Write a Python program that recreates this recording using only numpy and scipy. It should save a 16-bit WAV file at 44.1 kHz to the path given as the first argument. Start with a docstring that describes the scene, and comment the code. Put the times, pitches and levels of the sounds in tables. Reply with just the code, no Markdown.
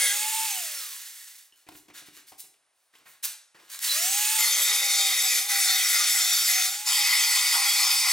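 """A handheld belt file grinds a car's steel frame rail in a garage, lifts off and winds down.
Clothes rustle and things knock while the worker changes sides; then the motor spins up again
and the belt bites in three long strokes, the motor sagging under each. The grind is noise through
the rail's flaring resonances; the motor is shaped rush with a whine and overtones tied to the shaft.
Rubs, taps and thuds are short noise bursts; a noise tail gives the garage, with still air behind."""
import sys
import numpy as np
from scipy import signal
from scipy.io import wavfile
from scipy.ndimage import uniform_filter1d

SR = 44100
rng = np.random.default_rng(int(sys.argv[2]) if len(sys.argv) > 2 else 0)


def transcribe(u):
    """Save the signal u as a 16-bit wav file named by the first command-line argument.

    u: samples, shape (n,) or (channels, n), limited to [-1, 1]; the rate is SR.
    q: integer samples, one column per channel.
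    """
    v = np.clip(np.atleast_2d(u).T, -1, 1)
    q = np.round(v * 32767).astype(np.int16)
    wavfile.write(sys.argv[1], SR, q)


N = 358091
T = np.arange(N) / SR

# the belt pressed on the steel: start t/s, end t/s, level/dB, motor sag at first f/Hz,
# sag at last f/Hz, rocks of the hand [1/s], rocking depth/dB
STROKES = [(-.03, 0.078, -26.5, 105, 104.6, 4.4, -6), (4.369, 5.377, -24, 55, 149.2, 5.8, 0),
           (5.478, 6.664, -23, 128, 152, 6.86, 0), (6.852, 8.196, -22.5, 82, 82, 6.74, 1)]
# ringing of the frame rail: f/Hz, width f/Hz, mean level/dB above the rasp
RAIL_MODES = [(578, 50, 17), (805, 45, 17), (1219, 135, 14), (1349, 107, 11), (1647, 14, 8),
              (2013, 120, 14), (2202, 31, 9), (2339, 120, 10), (2505, 46, 8), (3292, 117, 15),
              (3583, 130, 13), (3726, 70, 13), (4280, 78, 13), (4490, 102, 7), (4823, 122, 11),
              (5001, 109, 9), (5262, 170, 8), (5571, 50, 10), (5642, 55, 10), (5945, 90, 7),
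              (6354, 158, 12), (6601, 162, 8), (7035, 150, 10), (7275, 114, 11), (7765, 220, 10),
              (9045, 240, 9), (10180, 180, 6), (10550, 140, 6), (11743, 380, 8)]
# dips and small lifts between the rail's resonances: f/Hz, width f/Hz, level/dB
RAIL_GAPS = [(1010, 26, 0), (1640, 160, -5), (2940, 510, -2.5), (4430, 110, 1.5), (6210, 75, -1),
             (6620, 130, -8), (7360, 47, -1.5), (8630, 830, -2.5), (10900, 220, -2.5)]
# colour of the rasp at each place that the belt touches: f/Hz, level/dB in stroke 1, 2, 3, 4
RASP_COLOURS = [(250, -49.5, -49, -57, -59), (430, -33.5, -11, -68, -70), (470, -4.5, -20.5, -48, -57),
                (706, -17, -17, -17, -19), (1020, -20.5, -16.5, -24.5, -11.5),
                (1520, -5.5, -7, -6.5, -12.5), (2246, -5.5, 4, -2, -0.5), (3000, -30.5, -1.5, -5.5, -2.5),
                (3610, 4, 0.5, -3.5, -6), (4640, -3, 1, -2.5, 1.5), (6430, 2.5, 4.5, -0.5, -3),
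                (8000, 0, 1.5, -2.5, -1), (10000, 11.5, 3.5, -1, -2), (12800, -11.5, 1.5, -4, -5),
                (15600, -23.5, -4.5, -4, -6)]
# the belt chatters and one mode sings out: start t/s, length t/s, centre f/Hz, peak level/dB
CHATTER_RINGS = [(-.03, 0.21, 1648, -36.5), (-.03, 0.2, 2004, -35), (-.03, 0.12, 2156, -31.5),
                 (-.03, 0.19, 3270, -34), (-.03, 0.14, 9600, -37), (3.874, .075, 4010, -30),
                 (4.38, 0.074, 2080, -32), (4.404, 0.14, 4330, -36.5), (4.551, 0.95, 3718, -33),
                 (6.045, .62, 5580, -34.5), (6.86, 0.12, 4830, -47), (7.642, 0.049, 2010, -31.5),
                 (7.644, 0.13, 3310, -29.5)]
# overtones from fan blades and commutator:
# multiple of the whine [ratio], basic level/dB against the rush, width f/Hz
OVERTONES = [(2, -22, 12), (2.52, -23, 25), (3, -21, 15), (4, -23, 15), (7.9, -17, 120), (8, -16, 20),
             (8.6, -19, 300), (10, -12.5, 12), (11, -21, 40), (20, -21, 60), (29.5, -11, 250),
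             (31.2, -17, 120)]
# colour of the motor's rush, of which the rows above 1200 Hz are used: f/Hz, level/dB
RUSH_TREBLE = [(590, -46), (1000, -16), (1480, -7.5), (1700, -5.5), (2610, 2), (3140, 0), (5400, 0),
               (6130, 0.5), (8570, 3), (9290, 0.5), (13900, -2), (15800, -4)]
# bottom end of the same rush: f/Hz, level/dB
RUSH_BASS = [(150, -66), (350, -73), (550, -23), (800, -19.5), (1100, -9)]
# hollow rustle of the slowing belt: f/Hz, level/dB
SLOW_BELT_COLOUR = [(180, -47), (300, -23), (354, -30.5), (600, -26.5), (731, -27.5), (821, -11),
                    (1160, -13), (1940, 1.5), (2440, -6.5), (3450, -2), (3870, -1.5), (8280, 0.5),
                    (15500, -3.5)]
# level of the rush at full speed, before the left-right balance: t/s, level/dB
TOOL_LEVEL = [(0, -26), (.2, -28), (.46, -28.5), (1.4, -25.5), (3.87, -26.5), (4.36, -24.5), (4.48, -37),
              (8.12, -39)]
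# whine against the rush at full speed, before rail resonance and flutter: t/s, level/dB
WHINE_LEVEL = [(.05, -25.5), (.24, -8), (.5, -12.5), (4.02, -12.5), (4.55, -15.5), (4.85, -6), (5.5, -12.5),
               (5.72, -1.5), (5.85, -25.5), (6.96, -6.5), (7.35, -23), (7.6, -8), (8.12, -20.5)]
# sharp plastic clicks, the last one the trigger: t/s, level/dB
CLICKS = [(1.688, -44), (2.986, -53), (3.791, -29)]
# rustles and brief scrapes, before the mix trim: t/s, length t/s, level/dB, tilt [dB/octave]
RUBS = [(1.512, .14, -62.5, -1), (1.661, 0.16, -58, -1), (1.737, 0.062, -50, 4), (1.93, 0.088, -45.5, -2.5),
        (2.049, 0.045, -50.5, -2), (2.117, 0.099, -50.5, -2), (2.262, 0.052, -48.5, 0.5),
        (2.377, .045, -39, 4), (2.423, .05, -70, 2), (2.719, 0.19, -74, 0.5), (2.921, 0.084, -62, -4),
        (3.045, 0.11, -53.5, 4), (3.088, 0.091, -61, -6), (3.226, 0.042, -25, 1.5),
        (3.262, 0.08, -53, -4.5), (3.552, 0.34, -57.5, -3.5), (3.688, 0.091, -38, -0.8)]
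# colour of cloth, also used for the clicks: f/Hz, level/dB
CLOTH_COLOUR = [(120, -52), (200, -29), (283, -44), (557, -20.5), (1640, -0.5), (2990, -0.5), (4080, 3),
                (4390, 1.5), (8030, 2), (11600, 1), (15800, -0.5)]
# knocks of handling and footsteps:
# t/s, level/dB, thud level/dB against the tap, decay t60/s, ring f/Hz
KNOCKS = [(1.525, -67, -10, 0.051, 3000), (1.582, -77, -12, 0.055, 3000), (1.665, -54, -9, 0.17, 2300),
          (1.688, -39.5, -8, 0.035, 690), (1.716, -52, -1, 0.09, 2300), (1.752, -45, -6, 0.036, 2380),
          (1.883, -51, -5, 0.096, 600), (1.9, -49.5, -4, 0.096, 2300), (2.019, -55.5, -4, 0.13, 600),
          (2.084, -49.5, -4, 0.05, 2000), (2.169, -53, -11, 0.19, 2000), (2.32, -49.5, -8, 0.12, 770),
          (2.439, -57, -6.5, 0.11, 1980), (2.54, -61, -24, 0.075, 2840), (2.937, -57, -18, 0.087, 1700),
          (2.952, -48.5, -23, 0.044, 3080), (2.982, -59, -13, 0.38, 400), (3.054, -49.5, -19, 0.29, 1870),
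          (3.544, -51, -10, 0.25, 1700), (3.587, -53.5, -19, 0.27, 420), (3.633, -66, -8, 0.1, 1700),
          (3.696, -68, -28, 0.083, 1600)]
# colour of the tap: f/Hz, level/dB
TAP_COLOUR = [(100, -45), (400, -5.5), (750, -1), (1100, 0), (1600, -3.5), (2400, -0.5), (3500, -4.5),
              (6000, -8.5), (15000, -19)]
# colour of the thud: f/Hz, level/dB
THUD_COLOUR = [(25, -25), (70, -61), (130, 8), (200, 3), (290, 11), (400, 10), (700, -7), (2000, -46)]
# modes of the hollow rap: f/Hz, level/dB, decay t60/s
RAP_MODES = [(777, -53.5, 0.088), (805, -60, .08)]
# modes of the metal clink as the belt stops: f/Hz, level/dB, decay t60/s
CLINK_MODES = [(1830, -73, 0.13), (2820, -63, 0.11), (3000, -59, 0.11), (3063, -65, .12), (5315, -69, .1)]
# reverberation of the garage: f/Hz, decay t60/s
GARAGE_DECAY = [(200, 0.71), (1000, 0.53), (4000, 0.43), (9000, 0.4), (15000, 0.22)]
# colour of the still air: f/Hz, level/dB
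AIR_COLOUR = [(18, -40), (30, -17.5), (180, -20.5), (253, -19.5), (384, -9.5), (485, -9), (612, -2),
              (1870, -4), (7830, -11), (9390, -4), (15000, -32.5)]
# the two microphone ports: f/Hz, likeness [0-1], phase by which left leads [rad]
PORTS = [(100, 1, 0), (704, 0.68, 0.4), (2060, 0.9, 0.81), (4020, 0.94, 0.57), (7060, 1, 0.62),
         (9630, 0.94, 0.11), (15000, 0.85, 0)]

# the motor, its speed given as the pitch of its whine
OFF_S, STOP_S, ON_S = .455, 1.53, 3.785
FREE_HZ, SPIN_UP_S = 895, .155
COAST_S, DRAG_HZ, LAST_TURNS_S = .72, 64, .15
START_S = .05  # the tool's sound builds this fast once the trigger is pulled
RUSH_DB_PER_OCTAVE, WHINE_DB_PER_OCTAVE = 11, 24.5  # fades as the shaft slows; the rush's is before the restart
HOUSING_HZ, HOUSING_WIDTH_HZ, HOUSING_BOOST_DB = 4080, 380, 14
GEAR_MULTIPLE, GEAR_LOUDEST_HZ, GEAR_WIDTH_HZ = 2.52, 1300, 330  # multiple of the whine
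LOAD_FLUTTER_DB, LOAD_SHUDDER_RAD = 4, .65  # the load jerks the whine in level and phase
# the belt on the rail
BITE_S, LIFT_DB_PER_S = 0.023, 105  # how the belt takes hold and lets go
ROCK_LAG_S = 0.027  # the first rock of the hand peaks this long after the touch
BASS_CUT_HZ = 384  # bass cut of the tool's sound: corner frequency of the high-pass
# the knocks
RAP_S, CLINK_S = 2.32, 1.524
KNOCK_ATTACK_S, SHARP_KNOCK_S = 0.00061, 0.093  # rise of a sharp knock, and its longest decay
BOARD_HZ, BOARD_DB, BOARD_T60_S = 300, -3, 0.12  # low ring under every knock, dB against the thud
# air and top of the band
AIR_DB = -73
EDGE_HZ = 15950


def amp(db):
    """Decibels to linear gain."""
    return 10 ** (np.asarray(db) / 20)


def evened(x):
    """The same signal at unit RMS."""
    return x / np.sqrt(np.mean(x ** 2) + 1e-20)


def read(rows, hz, order=1):
    """One column of a spectrum table, on a log-frequency axis."""
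    rows = np.array(rows, float)
    return np.interp(np.log(hz + 1), np.log(rows[:, 0] + 1), rows[:, order])


def curve(rows, order=1):
    """One column of a time table at every sample."""
    rows = np.array(rows, float)
    return np.interp(T, rows[:, 0], rows[:, order])


def peak(hz, centre_hz, width_hz):
    """Bell of a resonance: one at the centre, half at the edges of its width."""
    return 1 / (1 + (2 * (hz - centre_hz) / width_hz) ** 2)


def drift(rate_hz):
    """Smooth random wander of unit RMS."""
    knots = rng.standard_normal(4 * N // 50)
    return evened(np.interp(T * 2 * rate_hz, np.arange(len(knots)), knots))


def add(mix, s, sound):
    """Lay a sound into the mix at s seconds."""
    part = mix[:, max(round(s * SR), 0):][:, :sound.shape[-1]]
    part += sound[..., :part.shape[1]]


def noise(colour_db, count=N, size=1024):
    """Noise of unit level over both ports; colour_db(hz, frames) gives its spectrum."""
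    hop = size // 4
    hz, frames = np.fft.rfftfreq(size, 1 / SR), count // hop + 6
    a, b, c, d = rng.standard_normal((4, frames, len(hz)))
    likeness = np.clip(read(PORTS, hz), 0, 1)
    left = a + 1j * b
    right = likeness * left + np.sqrt(1 - likeness ** 2) * (c + 1j * d)
    right = right * np.exp(-1j * read(PORTS, hz, order=2))
    spectra = np.array([left, right]) * amp(colour_db(hz, frames))
    sound = signal.istft(spectra.swapaxes(1, 2), nperseg=size, noverlap=size - hop)[1]
    return evened(sound[:, :count])


def tone(phase, hz):
    """A line of unit level, the left port leading in phase."""
    return np.sqrt(2) * np.sin([phase, phase - read(PORTS, hz, order=2)])


def contact(start, end):
    """Pressure of one stroke: a quick bite, a hold, a slower lift."""
    return np.clip((T - start) / BITE_S, 0, 1) * amp(-LIFT_DB_PER_S * np.maximum(T - end, 0))


def rocking(since, hz, rate, depth_db, fizz_share=.6, unsteady_db=1.24, judder_db=3.0):
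    """The hand rocks the belt, trading modes near 2 kHz against top fizz; the low modes judder (dB)."""
    stray = evened(uniform_filter1d(rng.standard_normal(len(since)), size=9))
    judder = evened(uniform_filter1d(rng.standard_normal(len(since)), size=3))
    tilt_db = depth_db * np.cos(2 * np.pi * rate * (since - ROCK_LAG_S)) + unsteady_db * stray
    low = 1 / (1 + ((hz - 2150) / 550) ** 4)
    top = 1 / (1 + (8500 / (hz + 1)) ** 8)
    lowest = 1 / (1 + (hz / 1300) ** 4)
    return tilt_db[:, None] * (low - fizz_share * top) + judder_db * judder[:, None] * lowest


def grinding(flare_db=3.0, ripple_db=3.0, grit_db=0.47, bounce_db=0.43, left_db=0.28):
    """Grit rasps the rail; each resonance flares and fades as the contact shifts."""
    out = np.zeros((2, N))
    size = 2048
    mode_hz, width_hz, mode_db = np.transpose(RAIL_MODES)
    # countless weak panel modes ripple the spectrum between the strong ones
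    ripple = evened(uniform_filter1d(rng.standard_normal(size // 2 + 1), 2))
    bins = np.fft.rfftfreq(size, 1 / SR)
    gaps_db = sum(db * peak(bins, hz, width) for hz, width, db in RAIL_GAPS)
    for k, (start, end, db, _, _, rock_rate, rock_db) in enumerate(STROKES):
        def colour_db(hz, frames):
            flare = rng.standard_normal((frames, len(RAIL_MODES)))
            flare = evened(uniform_filter1d(flare, size=5, axis=0))
            peaks = peak(hz, mode_hz[:, None], width_hz[:, None])
            ring = amp(mode_db + flare_db * flare) ** 2 @ peaks
            hop = size // 4
            rocked_db = rocking(T[:frames * hop:hop], hz, rock_rate, rock_db)
            rasp_db = read(RASP_COLOURS, hz, order=k + 1)
            return rasp_db + 10 * np.log10(1 + ring) + ripple_db * ripple + gaps_db + rocked_db
        touching = (T >= start) & (T <= end + .3)  # leaves room for the lift
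        rasp = noise(colour_db, count=touching.sum(), size=size)
        out[:, touching] += amp(db) * contact(start, end)[touching] * rasp
    unsteady = amp(grit_db * drift(160) + bounce_db * drift(25))
    return out * unsteady * amp([[left_db], [-left_db]])


def chatter(width_hz=38):
    """Narrow rings of the chattering belt, unsteady in pitch, that swell and fade."""
    out = np.zeros((2, N))
    for s, length, hz, db in CHATTER_RINGS:
        u = np.clip((T - s) / length, 0, 1)
        live = (u > 0) & (u < 1)
        phase = 2 * np.pi * np.cumsum(hz + width_hz * drift(100)[live]) / SR
        out[:, live] += amp(db) * np.sin(np.pi * u[live]) * tone(phase, hz)
    return out


def speed():
    """Powered, the shaft eases toward free speed less the load's sag; switched off, it coasts to rest."""
    sag = sum(np.interp(T, [start, end], [first, last], left=0, right=0)
              for start, end, _, first, last, *_ in STROKES)
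    powered = (T < OFF_S) | (T > ON_S)
    aim = (FREE_HZ - sag) * powered
    keep = np.exp(-1 / (SPIN_UP_S * SR))
    driven = aim[0] + signal.lfilter([1 - keep], [1, -keep], aim - aim[0])
    off_hz = np.interp(OFF_S, T, driven)
    coasting = (off_hz + DRAG_HZ) * np.exp((OFF_S - T) / COAST_S) - DRAG_HZ
    coasting *= np.sqrt(np.clip((STOP_S - T) / LAST_TURNS_S, 0, 1))
    return np.maximum(np.where(powered, driven, coasting), 1)


def whine(hz, phase, rail_db=6, waver_db=1, gear_db=-20):
    """The shaft's note shudders under load and swells near a rail resonance; a gear sings while coasting."""
    load = sum(contact(start, end) for start, end, *_ in STROKES)
    rail_hz, rail_width_hz, _ = RAIL_MODES[1]
    resonance_db = rail_db * peak(hz, rail_hz, rail_width_hz)
    db = curve(WHINE_LEVEL) + WHINE_DB_PER_OCTAVE * np.log2(hz / FREE_HZ) + load * resonance_db
    flutter_db = (waver_db + LOAD_FLUTTER_DB * load) * np.minimum(drift(13), 1)
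    note = amp(db + flutter_db) * tone(phase + LOAD_SHUDDER_RAD * load * drift(30), hz)
    gear_hz = GEAR_MULTIPLE * hz
    swell = np.exp(-((gear_hz - GEAR_LOUDEST_HZ) / GEAR_WIDTH_HZ) ** 2)
    gear = amp(gear_db + drift(24)) * (T < STOP_S) * swell
    return note + gear * tone(GEAR_MULTIPLE * phase, gear_hz)


def overtones(hz, phase, acceleration, colour, level_db=-1, straining_db=4, waver_db=3.0):
    """Fan-blade and commutator lines at multiples of the shaft's note, smeared and wavering."""
    out = np.zeros((2, N))
    straining = acceleration > 1500  # Hz/s; hard acceleration shakes the housing
    torque = np.clip(acceleration / 500, 0, 1)  # and brings out the overtones near 7 kHz
    turning = np.clip(hz / 560, 0, 1) ** 3
    for multiple, db, width in OVERTONES:
        line_hz = multiple * hz
        housing_db = HOUSING_BOOST_DB * peak(line_hz, HOUSING_HZ, HOUSING_WIDTH_HZ) * straining
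        torque_db = level_db + straining_db * torque / (1 + ((line_hz - 7000) / 1500) ** 4)
        smear = 2 * np.pi * np.cumsum(drift(600)) / SR * np.sqrt(abs(width) * 150)
        # overtones are turned down where the rush is weak, mostly in the bass
        colour_db = np.minimum(read(colour, line_hz) + 3, 0)
        gain = amp(db + torque_db + colour_db + housing_db + waver_db * drift(14))
        in_band = line_hz < EDGE_HZ
        out += gain * in_band * turning * tone(multiple * phase + smear, line_hz)
    return out


def motor(flutter=0.1, wobble=0.0022, rattle=0.037, right_db=.5):
    """Fan and belt rush under a whine and its overtones, all following the shaft."""
    shaft_hz = speed()
    acceleration = np.gradient(shaft_hz) * SR
    hz = shaft_hz * (1 + wobble * drift(18))
    phase = 2 * np.pi * np.cumsum(hz) / SR
    colour = RUSH_BASS + [row for row in RUSH_TREBLE if row[0] > 1200]
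    fast = noise(lambda f, frames: read(colour, f))
    slow = noise(lambda f, frames: read(SLOW_BELT_COLOUR, f))
    share = np.clip(hz / 820, 0, 1) ** 2  # as the tool slows, the hollow rustle of the belt takes over
    rush = np.sqrt(share) * fast + np.sqrt(1 - share) * slow
    rollers = rattle * (1.3 - share) * 2 * np.cos(phase * 0.78)  # they rattle more at low speed
    rush *= 1 + flutter * drift(70) + rollers
    lines = overtones(hz, phase, acceleration, colour)
    starting = np.clip((T - ON_S) / START_S, 0, 1) ** 2
    slowing = amp(RUSH_DB_PER_OCTAVE * np.log2(shaft_hz / FREE_HZ))
    effort = np.where(T > ON_S, starting, slowing)
    sound = rush + lines + whine(hz, phase)
    return amp(curve(TOOL_LEVEL)) * effort * sound * amp([[-right_db], [right_db]])


def clicks(t60=0.019):
    """Bright snaps of plastic: noise with almost no ring."""
    out, t = np.zeros((2, N)), T[:SR // 20]
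    for s, db in CLICKS:
        snap = noise(lambda f, frames: read(CLOTH_COLOUR, f), count=len(t))
        add(out, s, amp(db - 60 * t / t60) * snap)
    return out


def rustles(grain_db=2):
    """Each rub swells quickly and dies away, grainy with the weave."""
    out = np.zeros((2, N))
    for s, length, db, tilt_db in RUBS:
        u = np.linspace(0, 1, int(max(length, .01) * SR))
        hiss = noise(lambda f, frames: read(CLOTH_COLOUR, f) + tilt_db * np.log2((f + 100) / 4000),
                     count=len(u), size=512)
        add(out, s, amp(db) * np.sin(np.pi * u ** 1.05) * hiss)
    return out * amp(grain_db * drift(250))


def knocks(thud_ring=0.81, ring_db=8):
    """Dull taps over a low thud, a small metal clink as the belt stops, and a hollow rap."""
    out, t = np.zeros((2, N)), T[:SR // 3]
    for s, db, thud_db, t60, ring_hz in KNOCKS:
        attack_s = KNOCK_ATTACK_S * max(t60 / SHARP_KNOCK_S, 1) ** 2  # long knocks are soft ones
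        tap = noise(lambda f, frames: read(TAP_COLOUR, f) + ring_db * peak(f, ring_hz, ring_hz / 2),
                    count=len(t))
        tap = tap * amp(-60 * t / t60)
        thud = noise(lambda f, frames: read(THUD_COLOUR, f), count=len(t))
        thud = thud * amp(thud_db - 60 * t / (t60 * thud_ring))
        board = amp(thud_db + BOARD_DB - 60 * t / BOARD_T60_S) * tone(2 * np.pi * BOARD_HZ * t, BOARD_HZ)
        add(out, s, amp(db) * (tap + thud + board) * (1 - np.exp(-t / attack_s)))
    for s, modes in (CLINK_S, CLINK_MODES), (RAP_S, RAP_MODES):
        ring = sum(amp(db - 60 * t / t60) * tone(2 * np.pi * hz * t, hz) for hz, db, t60 in modes)
        add(out, s, ring)
    return out


def garage(x, apart=0.14):
    """A diffuse tail whose treble dies first; the close ports hear nearly the same."""
    size, count = 256, SR // 2
    hop = size // 4
    tails = noise(lambda f, frames: -60 * T[:frames * hop:hop, None] / read(GARAGE_DECAY, f),
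                  count=count, size=size)
    tails = tails * (1 - np.exp(-T[:count] / 0.0023))
    tails = tails + apart * (tails - tails[::-1]) / 2  # widens the pair a little
    return signal.fftconvolve(x.mean(0)[None], tails / np.linalg.norm(tails[0]), axes=1)[:, :N]


def background(tick_db=-70, tick_hz=9400, rate_hz=92):
    """Still air as shaped noise, with a faint, high, regular ticking."""
    since = T % (1 / rate_hz)
    ticks = np.exp(-((since - .002) / .0005) ** 2) * np.sin(2 * np.pi * tick_hz * since)
    air = amp(AIR_DB) * noise(lambda f, frames: read(AIR_COLOUR, f))
    return air + amp(tick_db + 3 * drift(40)) * ticks


def scene(tool_room_db=-9, near_db=-1, rub_room_db=-2, knock_room_db=-7):
    """The tool close by, the worker's movements and the room around them."""
    bass_cut = signal.butter(4, BASS_CUT_HZ, "high", fs=SR, output="sos")
    tool = signal.sosfilt(bass_cut, grinding() + chatter() + motor() + clicks())
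    rubs, bumps = rustles(), knocks()
    echo = garage(amp(tool_room_db) * tool + amp(rub_room_db) * rubs + amp(knock_room_db) * bumps)
    return tool + amp(near_db) * rubs + bumps + echo + background()


def record(dry):
    """Band limit of the pickup: a steep low-pass at the top edge."""
    low_pass = signal.firwin(511, EDGE_HZ, window=("kaiser", 9), fs=SR)
    return signal.oaconvolve(dry, low_pass[None], "same")


dry = scene()
out = record(dry)
transcribe(out)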